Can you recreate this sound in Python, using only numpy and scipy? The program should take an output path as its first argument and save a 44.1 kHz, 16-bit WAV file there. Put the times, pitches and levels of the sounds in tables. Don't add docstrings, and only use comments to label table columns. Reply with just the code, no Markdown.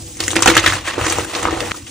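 import sys
import numpy as np
from scipy import signal
from scipy.fft import rfft, irfft
from scipy.io import wavfile
from scipy.ndimage import uniform_filter1d

SR = 44100
rng = np.random.default_rng(int(sys.argv[2]) if len(sys.argv) > 2 else 0)


def wav_record(signal):
    frames = np.transpose(np.atleast_2d(signal))
    bounded = np.clip(frames, -1, 1)
    quanta = np.round(bounded * 32767).astype(np.int16)
    wavfile.write(sys.argv[1], SR, quanta)


N = 83790
DROP_S = 1.7188


# (time [s], chunk level [dB], chunk pitch [Hz], thud level [dB], chip level [dB], chip pitch [Hz],
#  length [s], solid knock share [0-1])
CHALK_SNAPS = [(0.169, -47, 2350, -44, -33.5, 7250, 0.013, 0.1),
               (0.203, -19.5, 3580, -25.5, -26, 7050, 0.0039, 0.07),
               (0.2376, -12, 4000, -41, -24, 5440, 0.0015, 0.7),
               (0.2635, -32, 2780, -45, -34, 7200, 0.0023, 0.3),
               (0.28, -15.5, 2050, -31, -11.5, 6650, 0.0028, 0.39),
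               (0.3053, -21, 3200, -37, -28, 7200, 0.0012, 0.16),
               (0.3138, -24, 3500, -41, -16, 7300, 0.0015, 0.1),
               (0.3315, -17, 1290, -34, -37, 6740, 0.0025, 0.58),
               (0.356, -19.5, 2050, -36, -32, 7740, 0.0022, 0.2),
               (0.36, -19.5, 1480, -26, -13.5, 7300, 0.0025, 0.1),
               (0.365, -3.5, 2540, -14.5, -38, 5800, 0.003, 0.71),
               (0.39, -24, 1220, -24, -25, 5300, 0.0018, 0),
               (0.404, -30, 1420, -40, -26, 7300, 0.0058, 0.3),
               (0.4223, -10.5, 1190, -24, -7, 6600, 0.0047, 0.75),
               (0.4298, -21, 2650, -28, -38, 6300, 0.0044, 0.05),
               (0.459, -3, 750, -16, -8.5, 6150, 0.0033, 0.5),
               (0.4615, -10, 1330, -22, -24, 4300, 0.0033, 0.17),
               (0.4665, -18, 380, -16, -35, 6200, 0.0065, 0.63),
               (0.4741, -9.5, 2710, -20, -14.5, 6300, 0.0091, 0.05),
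               (0.4748, -8.5, 1260, -35, -22, 3700, 0.003, 0.32),
               (0.4773, -10.5, 790, -16.5, -15, 3500, 0.0046, 0.1),
               (0.4815, -10.5, 335, -11, -28, 5700, 0.007, 0.9),
               (0.487, -14.5, 1400, -25, -28, 3300, 0.0032, 0),
               (0.493, -32, 1450, -17, -32, 6250, 0.002, 0.1),
               (0.499, -13.5, 2200, -26, -33, 5940, 0.0075, 0.37),
               (0.5142, -9, 1400, -26, -32, 6100, 0.00365, 0.75),
               (0.52, -38, 1380, -23, -27, 4740, 0.0058, 0.4),
               (0.547, -24, 2300, -39, -32, 5000, 0.0037, 0.2),
               (0.5522, -8, 2500, -26, -19.5, 6350, 0.00273, 0.7),
               (0.567, -5, 1370, -14.5, -8, 6540, 0.0037, 0.16),
               (0.577, -10.5, 1730, -23, -6.5, 3030, 0.0035, 0.26),
               (0.5805, -20, 3420, -29, -39, 5300, 0.0033, 0.4),
               (0.586, -19, 1500, -25, -34, 3600, 0.0032, 0.3),
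               (0.591, -21.5, 2370, -30, -39, 5970, 0.0076, 0.1),
               (0.596, -28, 1600, -50, -17.5, 6020, 0.0037, 0),
               (0.64, -19, 1340, -25, -33, 6400, 0.0051, 0.2),
               (0.645, -24, 1930, -35, -37, 5770, 0.0052, 0.3),
               (0.661, -8, 2200, -26, -27, 5300, 0.003, 0.53),
               (0.6626, -8.5, 1590, -21.5, -23, 2880, 0.0027, 0.24),
               (0.676, -9.5, 1940, -21, -17.5, 6650, 0.0045, 0.42),
               (0.681, -18.5, 2310, -33, -29, 4500, 0.0047, 0.4),
               (0.687, -31, 2070, -55, -37, 7190, 0.0025, 0.5),
               (0.7005, -14.5, 2100, -39, -32, 2900, 0.0022, 0.7),
               (0.722, -20, 1520, -35, -28, 4500, 0.0035, 0.18),
               (0.734, -21.5, 1490, -39, -28, 5700, 0.0056, 0.18),
               (0.863, -32, 1680, -60, -36, 6500, 0.028, 0.25),
               (0.879, -20.5, 1830, -33.5, -31, 6540, 0.012, 0.73),
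               (0.956, -33, 1680, -32.5, -45, 5990, 0.013, 0.46),
               (0.979, -13, 522, -25, -40, 6800, 0.0048, 0.81),
               (0.99, -29, 1160, -25, -36, 6260, 0.018, 0.32),
               (1.011, -24.5, 1280, -47, -33, 6710, 0.011, 0.3),
               (1.039, -28.5, 1356, -53, -29, 6140, 0.014, 0),
               (1.053, -28.5, 1570, -32, -26, 5340, 0.013, 0.1),
               (1.065, -21.5, 1180, -25, -20, 6500, 0.0047, 0.06),
               (1.078, -27, 1130, -23.5, -28, 6460, 0.014, 0.24),
               (1.098, -33, 1300, -38, -16.5, 5860, 0.0066, 0.2),
               (1.108, -26, 1270, -24.5, -23.5, 5700, 0.0083, 0.3),
               (1.123, -22, 2400, -35.6, -17, 7600, 0.0042, 0.06),
               (1.1839, -14.5, 1150, -39, -21.5, 6740, 0.0026, 1),
               (1.1859, -25.5, 450, -21, -38, 6500, 0.005, 0.3),
               (1.1902, -29, 380, -44, -40, 6500, 0.0048, 0.4),
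               (1.247, -30.5, 1460, -31, -26, 8440, 0.0036, 0.2),
               (1.35, -25.5, 2450, -30, -30, 3800, 0.008, 0.2),
               (1.361, -25.5, 1200, -27, -27, 5670, 0.006, 0.3),
               (1.427, -30, 1220, -39, -25.5, 7040, 0.0083, 0.2),
               (1.4317, -17, 1230, -28, -24, 7340, 0.0015, 0.5),
               (1.4532, -7.5, 1110, -23.5, -18, 1970, 0.0024, 0.96),
               (1.4724, -16, 1050, -30, -33.5, 5630, 0.0036, 0.73),
               (1.4848, -10.5, 1140, -27.5, -45, 5400, 0.0036, 0.99),
               (1.508, -26, 1710, -30, -34, 5840, 0.0044, 0.3),
               (1.527, -38, 1240, -22.5, -35, 7110, 0.0064, 0.4),
               (1.537, -33, 875, -33, -38, 6890, 0.0043, 0.05),
               (1.573, -31.5, 1010, -31, -34.5, 6700, 0.0084, 0.3),
               (1.604, -20, 1980, -36, -26, 7950, 0.0054, 0.28),
               (1.614, -24.5, 495, -30, -38, 5900, 0.0083, 0.9),
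               (1.624, -22.5, 500, -36, -30, 1800, 0.0076, 0.86),
               (1.71, -24.5, 1980, -39, -42, 6400, 0.0038, 0.52),
               (1.7168, -11, 2400, -27.5, -20.5, 1210, 0.00086, 0.88),
               (1.718, -22, 3780, -44, -38, 5400, 0.00087, 0.58),
               (1.732, -52, 2380, -48.5, -32, 5840, 0.0054, 0.2),
               (1.866, -43.5, 2780, -62, -65, 6320, 0.02, 0)]
CHUNK_Q, WIDE_Q, CHIP_Q = 6.2, 0.46, 1.72
WIDE_DB, AIR_DB = 2, -38
RISE_S, DEBRIS_S, DEBRIS_DB = 0.00011, 0.013, -13
CRACKS_PER_S, CRACK_SPREAD_DB = 6000, 4
HUSH_S = 0.024


def snaps():
    t, out = np.arange(4000) / SR, np.zeros(N + 4000)
    air = signal.butter(2, 4000, "highpass", fs=SR, output="sos")
    thud = tray_thud(t)
    for s, db, hz, thud_db, chip_db, chip_hz, length, solid in CHALK_SNAPS:
        length, solid = max(length, 0.001), np.clip(solid, 0, 1)
        decay = np.exp(-(t / length) ** 3) + gain_of(DEBRIS_DB) * np.exp(-t / DEBRIS_S)
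        shape = np.minimum(t / RISE_S, 1) * decay
        grit = cracks(len(t), CRACKS_PER_S, CRACK_SPREAD_DB) + 0.31 * rng.standard_normal(len(t))
        raw = shape * grit

        centred = t - length / 2
        knock = 2 * np.exp(-0.5 * (centred / (length * 0.21)) ** 2) * np.sin(2 * np.pi * hz * centred)

        narrow = ring(raw, hz, hz / CHUNK_Q)
        broad = ring(ring(raw, hz, hz / WIDE_Q), hz, hz / WIDE_Q)
        chip = ring(ring(raw, chip_hz, chip_hz / CHIP_Q), chip_hz, chip_hz / CHIP_Q)
        hiss = signal.sosfilt(air, raw)
        span = round(length * SR) + 20
        narrow, broad, chip, hiss = [p / np.std(p[:span]) for p in (narrow, broad, chip, hiss)]

        body = (1 - solid) * (narrow + gain_of(WIDE_DB) * broad) + solid * knock
        bright = gain_of(chip_db) * (chip + gain_of(AIR_DB) * hiss)
        i = round(s * SR)
        out[i:i + len(t)] += gain_of(db) * body + bright + gain_of(thud_db) * thud
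    t = np.arange(N) / SR
    return np.where((t < DROP_S) | (t > DROP_S + HUSH_S), out[:N] + room(out[:N]), 0)


PUSH_S, THUMP_DB = 0.00026, -8.5


def tray_thud(t):
    push = np.gradient((t / PUSH_S) ** 3 * np.exp(-t / PUSH_S))
    ringing = tray(push)
    return ringing / np.std(ringing[:300]) + gain_of(THUMP_DB) * push / np.std(push[:300])


# (frequency [Hz], width [Hz], level [dB])
TRAY_MODES = [(331.6, 17.3, 4), (488, 20, 0.5), (760, 143, -10.5), (218, 440, -15), (373.2, 16, -4)]


def tray(x):
    return sum(gain_of(db) * ring(x, hz, width) for hz, width, db in TRAY_MODES)


# (frequency [Hz], relative level [dB])
CRUNCH_SPECTRUM = [(300, -28), (500, -2.5), (800, -4.5), (1150, -0.5), (1400, -4), (1650, -7), (1900, 1),
                   (2250, -5.5), (2700, -2), (3300, -5.5), (4000, -7), (5500, -14), (8000, -19)]
FIZZ_SPECTRUM = [(1500, -15), (3000, -4.5), (4500, -5), (6200, 1), (8400, 1), (10500, -3), (13000, -15),
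                 (15400, 3)]
RUMBLE_SPECTRUM = [(12, -45), (25, -40), (43, -2.5), (80, 0), (97, 6.5), (128, -4), (162, -10),
                   (250, -17.5), (320, -1.5), (550, -120)]


def crumble():
    shared = clumps(0.0043, 1.52) * clumps(0.013, 1.07)
    crumbs = grains(7000, 1.6, 475, 6150, 1.03, count=16) + 1.15 * rng.standard_normal(N)
    crunch = evened(shared * colour(crumbs, CRUNCH_SPECTRUM))
    fizz = evened(shared ** 0.78 * colour(cracks(N, 20000, 0.96), FIZZ_SPECTRUM))
    low = signal.butter(2, 600, fs=SR, output="sos")
    hum = evened(signal.sosfilt(low, tray(shared * cracks(N, 2500, 3.3))))
    rumble = evened(colour(rng.standard_normal(N) * clumps(0.028, 0.92), RUMBLE_SPECTRUM))
    return (crunch * level(column=1) + fizz * level(column=2)
            + hum * level(column=3) + rumble * level(column=4))


# (time [s], crunch level [dB], dust fizz level [dB], tray hum level [dB], rumble level [dB])
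CRUSHING_LEVELS = [(0, -57, -33, -47, -35), (.1, -65, -34.5, -43, -35.5), (0.178, -48, -35, -58, -35.5),
                   (0.206, -26.5, -28, -38, -36), (.3, -44.5, -26, -35, -33.5),
                   (.38, -25.5, -29.5, -22, -34.5), (.45, -22.5, -27, -38, -30.5),
                   (0.501, -18, -14.5, -49, -20.5), (.54, -22, -29, -26, -31), (.59, -18, -29, -25, -20),
                   (0.618, -23.5, -29, -60, -32), (.69, -22, -23, -59, -24), (.75, -24.5, -26, -35, -31),
                   (.79, -28.5, -33, -38, -30), (0.832, -35.5, -38.5, -58, -32),
                   (0.873, -22.5, -27, -43, -40), (.97, -30, -37.5, -30, -37), (1, -25.5, -28, -26.5, -26),
                   (1.1, -24.5, -24, -35, -31), (1.2, -24, -26, -30.5, -26), (1.27, -36.5, -32, -32, -40),
                   (1.35, -26, -30, -39.5, -46), (1.41, -28.5, -28, -33, -38), (1.5, -26, -35, -24, -25.5),
                   (1.58, -31.5, -32.5, -33, -29.5), (1.66, -29.5, -27.5, -28.5, -35),
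                   (1.71, -33.5, -31.5, -39, -36)]
RUSTLE_LEVELS = [(1.72, -42.5, -36.5, -71, -45), (1.77, -39.5, -29, -40, -44),
                 (1.82, -46, -40.5, -56, -36.5), (1.9, -48, -34, -46, -44)]


def level(column):
    t = np.arange(N) / SR
    before, after = np.array(CRUSHING_LEVELS), np.array(RUSTLE_LEVELS)
    crushing_db = np.interp(t, before[:, 0], before[:, column])
    rustle_db = np.interp(t, after[:, 0], after[:, column])
    return gain_of(np.where(t < DROP_S, crushing_db, rustle_db))


# (time [s], level [dB])
LUMP_LEVELS = [(0, -46), (.19, -60), (.3, -45), (.45, -37), (.5, -24), (.56, -43), (.7, -38), (.8, -44.5),
               (0.972, -40), (0.985, -26.5), (1.03, -30), (1.1, -35), (1.2, -30.5), (1.28, -36),
               (1.36, -28.5), (1.48, -27.5), (1.56, -29.5), (1.65, -30.5), (1.715, -29.5)]
LUMP_RING_DB = 1


def lumps():
    t, (s, db) = np.arange(N) / SR, np.transpose(LUMP_LEVELS)
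    low = signal.butter(2, 2200, fs=SR, output="sos")
    dull = clumps(0.018, 1.7) * signal.sosfilt(low, grains(900, 1.34, 454, 1537, 2.1, count=12))
    upper = sum(gain_of(mode_db) * ring(dull, hz, width) for hz, width, mode_db in TRAY_MODES[1:3])
    mixed = evened(evened(dull) + gain_of(LUMP_RING_DB) * evened(upper))
    return mixed * gain_of(np.interp(t, s, db)) * (t < DROP_S)


def cracks(size, per_s, spread_db):
    draw = rng.random((size, 3))
    happens = draw[:, 0] < per_s / SR
    sign = np.sign(draw[:, 1] - 0.5)
    strength = gain_of(-spread_db * np.maximum(np.log(draw[:, 2] + 1e-9), -5))
    return happens * sign * strength


def clumps(span_s, depth_db):
    k = max(round(span_s * SR), 1)
    wander = uniform_filter1d(uniform_filter1d(rng.standard_normal(N), k), k)
    return gain_of(depth_db * evened(wander))


def grains(per_s, spread_db, lo_hz, hi_hz, cycles, count):
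    out, t = np.zeros(N), np.arange(900) / SR
    for hz in np.geomspace(lo_hz, hi_hz, count):
        crumb = np.sin(2 * np.pi * hz * t) * np.exp(-t * hz / cycles) * (1 - np.exp(-t * hz * 2))
        out += signal.oaconvolve(cracks(N, per_s / count, spread_db), hz * crumb)[:N]
    return evened(out)


def ring(x, hz, width):
    return signal.lfilter(*signal.iirpeak(hz, hz / width, SR), x)


def gain_of(db):
    return 10 ** (np.asarray(db) / 20)


def evened(x):
    return x / np.sqrt(np.mean(x ** 2) + 1e-20)


def read(points, hz):
    f, value = np.transpose(points)
    return np.interp(np.log(hz + 1), np.log(f + 1), value)


def colour(x, points):
    hz = np.fft.rfftfreq(len(x), 1 / SR)
    below = (points[0][0] / 2, points[0][1] - 30)
    above = (points[-1][0] * 2, points[-1][1] - 30)
    return irfft(rfft(x) * gain_of(read([below] + list(points) + [above], hz)), len(x))


ROOM_DB, ROOM_T60 = -8, 0.061


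def room(x):
    t = np.arange(SR // 4) / SR
    taps = rng.standard_normal(len(t)) * gain_of(-60 * t / ROOM_T60) * (t > 0.003)
    return gain_of(ROOM_DB) * signal.fftconvolve(x, taps / np.linalg.norm(taps))[:N]


# (frequency [Hz], relative level [dB])
DRONE_SPECTRUM = [(150, -8), (230, -5), (300, -1), (350, -2.5), (420, -31)]
DRONE_DB = -46


def drone():
    return gain_of(DRONE_DB) * evened(colour(rng.standard_normal(N), DRONE_SPECTRUM))


# (frequency [Hz], difference minus sum level [dB], share of the difference that is a pure phase lead)
PORT_DIFFERENCE = [(60, -28, 0), (140, -15, 0.1), (343, -13, 0.28), (417, -11, 0.1), (517, -6.5, 0.02),
                   (870, -3, -0.26), (1230, -12, 0.64), (1810, -18.5, 0.1), (2960, -4, 0.6),
                   (3750, -3.5, 0.2), (6140, -5, -0.1), (8060, 1.5, -1.1), (10020, 5, -0.4),
                   (10700, 20.5, -0.5), (15500, 15, -0.8)]
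SHIFT_HZ = 12


def ports(x):
    hz, t = np.fft.rfftfreq(N, 1 / SR), np.arange(1500) / SR
    scatter = rfft(rng.standard_normal((3, len(t))) * np.exp(-t / 0.0029), N)
    turn = 2 * np.pi * np.cumsum(SHIFT_HZ * clumps(0.051, 3.0)) / SR
    share = np.sqrt(2 / 3) * np.cos(turn + 2 * np.pi / 3 * np.arange(3)[:, None])
    scattered = (rfft(x * share) * scatter / abs(scatter)).sum(0)

    apart = gain_of(read([row[:2] for row in PORT_DIFFERENCE], hz))
    lead = np.clip(read([row[::2] for row in PORT_DIFFERENCE], hz), -1, 1)
    middle = rfft(x)
    side = apart * (1j * lead * middle + np.sqrt(1 - lead ** 2) * scattered)
    return irfft(np.array([middle + side, middle - side]) / np.sqrt(1 + apart ** 2), N)


def scene():
    return ports(snaps() + crumble() + lumps() + drone())


CEILING, KNEE = 1.02, 9.0
EDGE_HZ = 15600


def record(dry):
    clipped = dry / (1 + abs(dry / CEILING) ** KNEE) ** (1 / KNEE)
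    lowpass = signal.firwin(255, EDGE_HZ, window=("kaiser", 5), fs=SR)
    return signal.oaconvolve(clipped, lowpass[None], "same")


dry = scene()
out = record(dry)
wav_record(out)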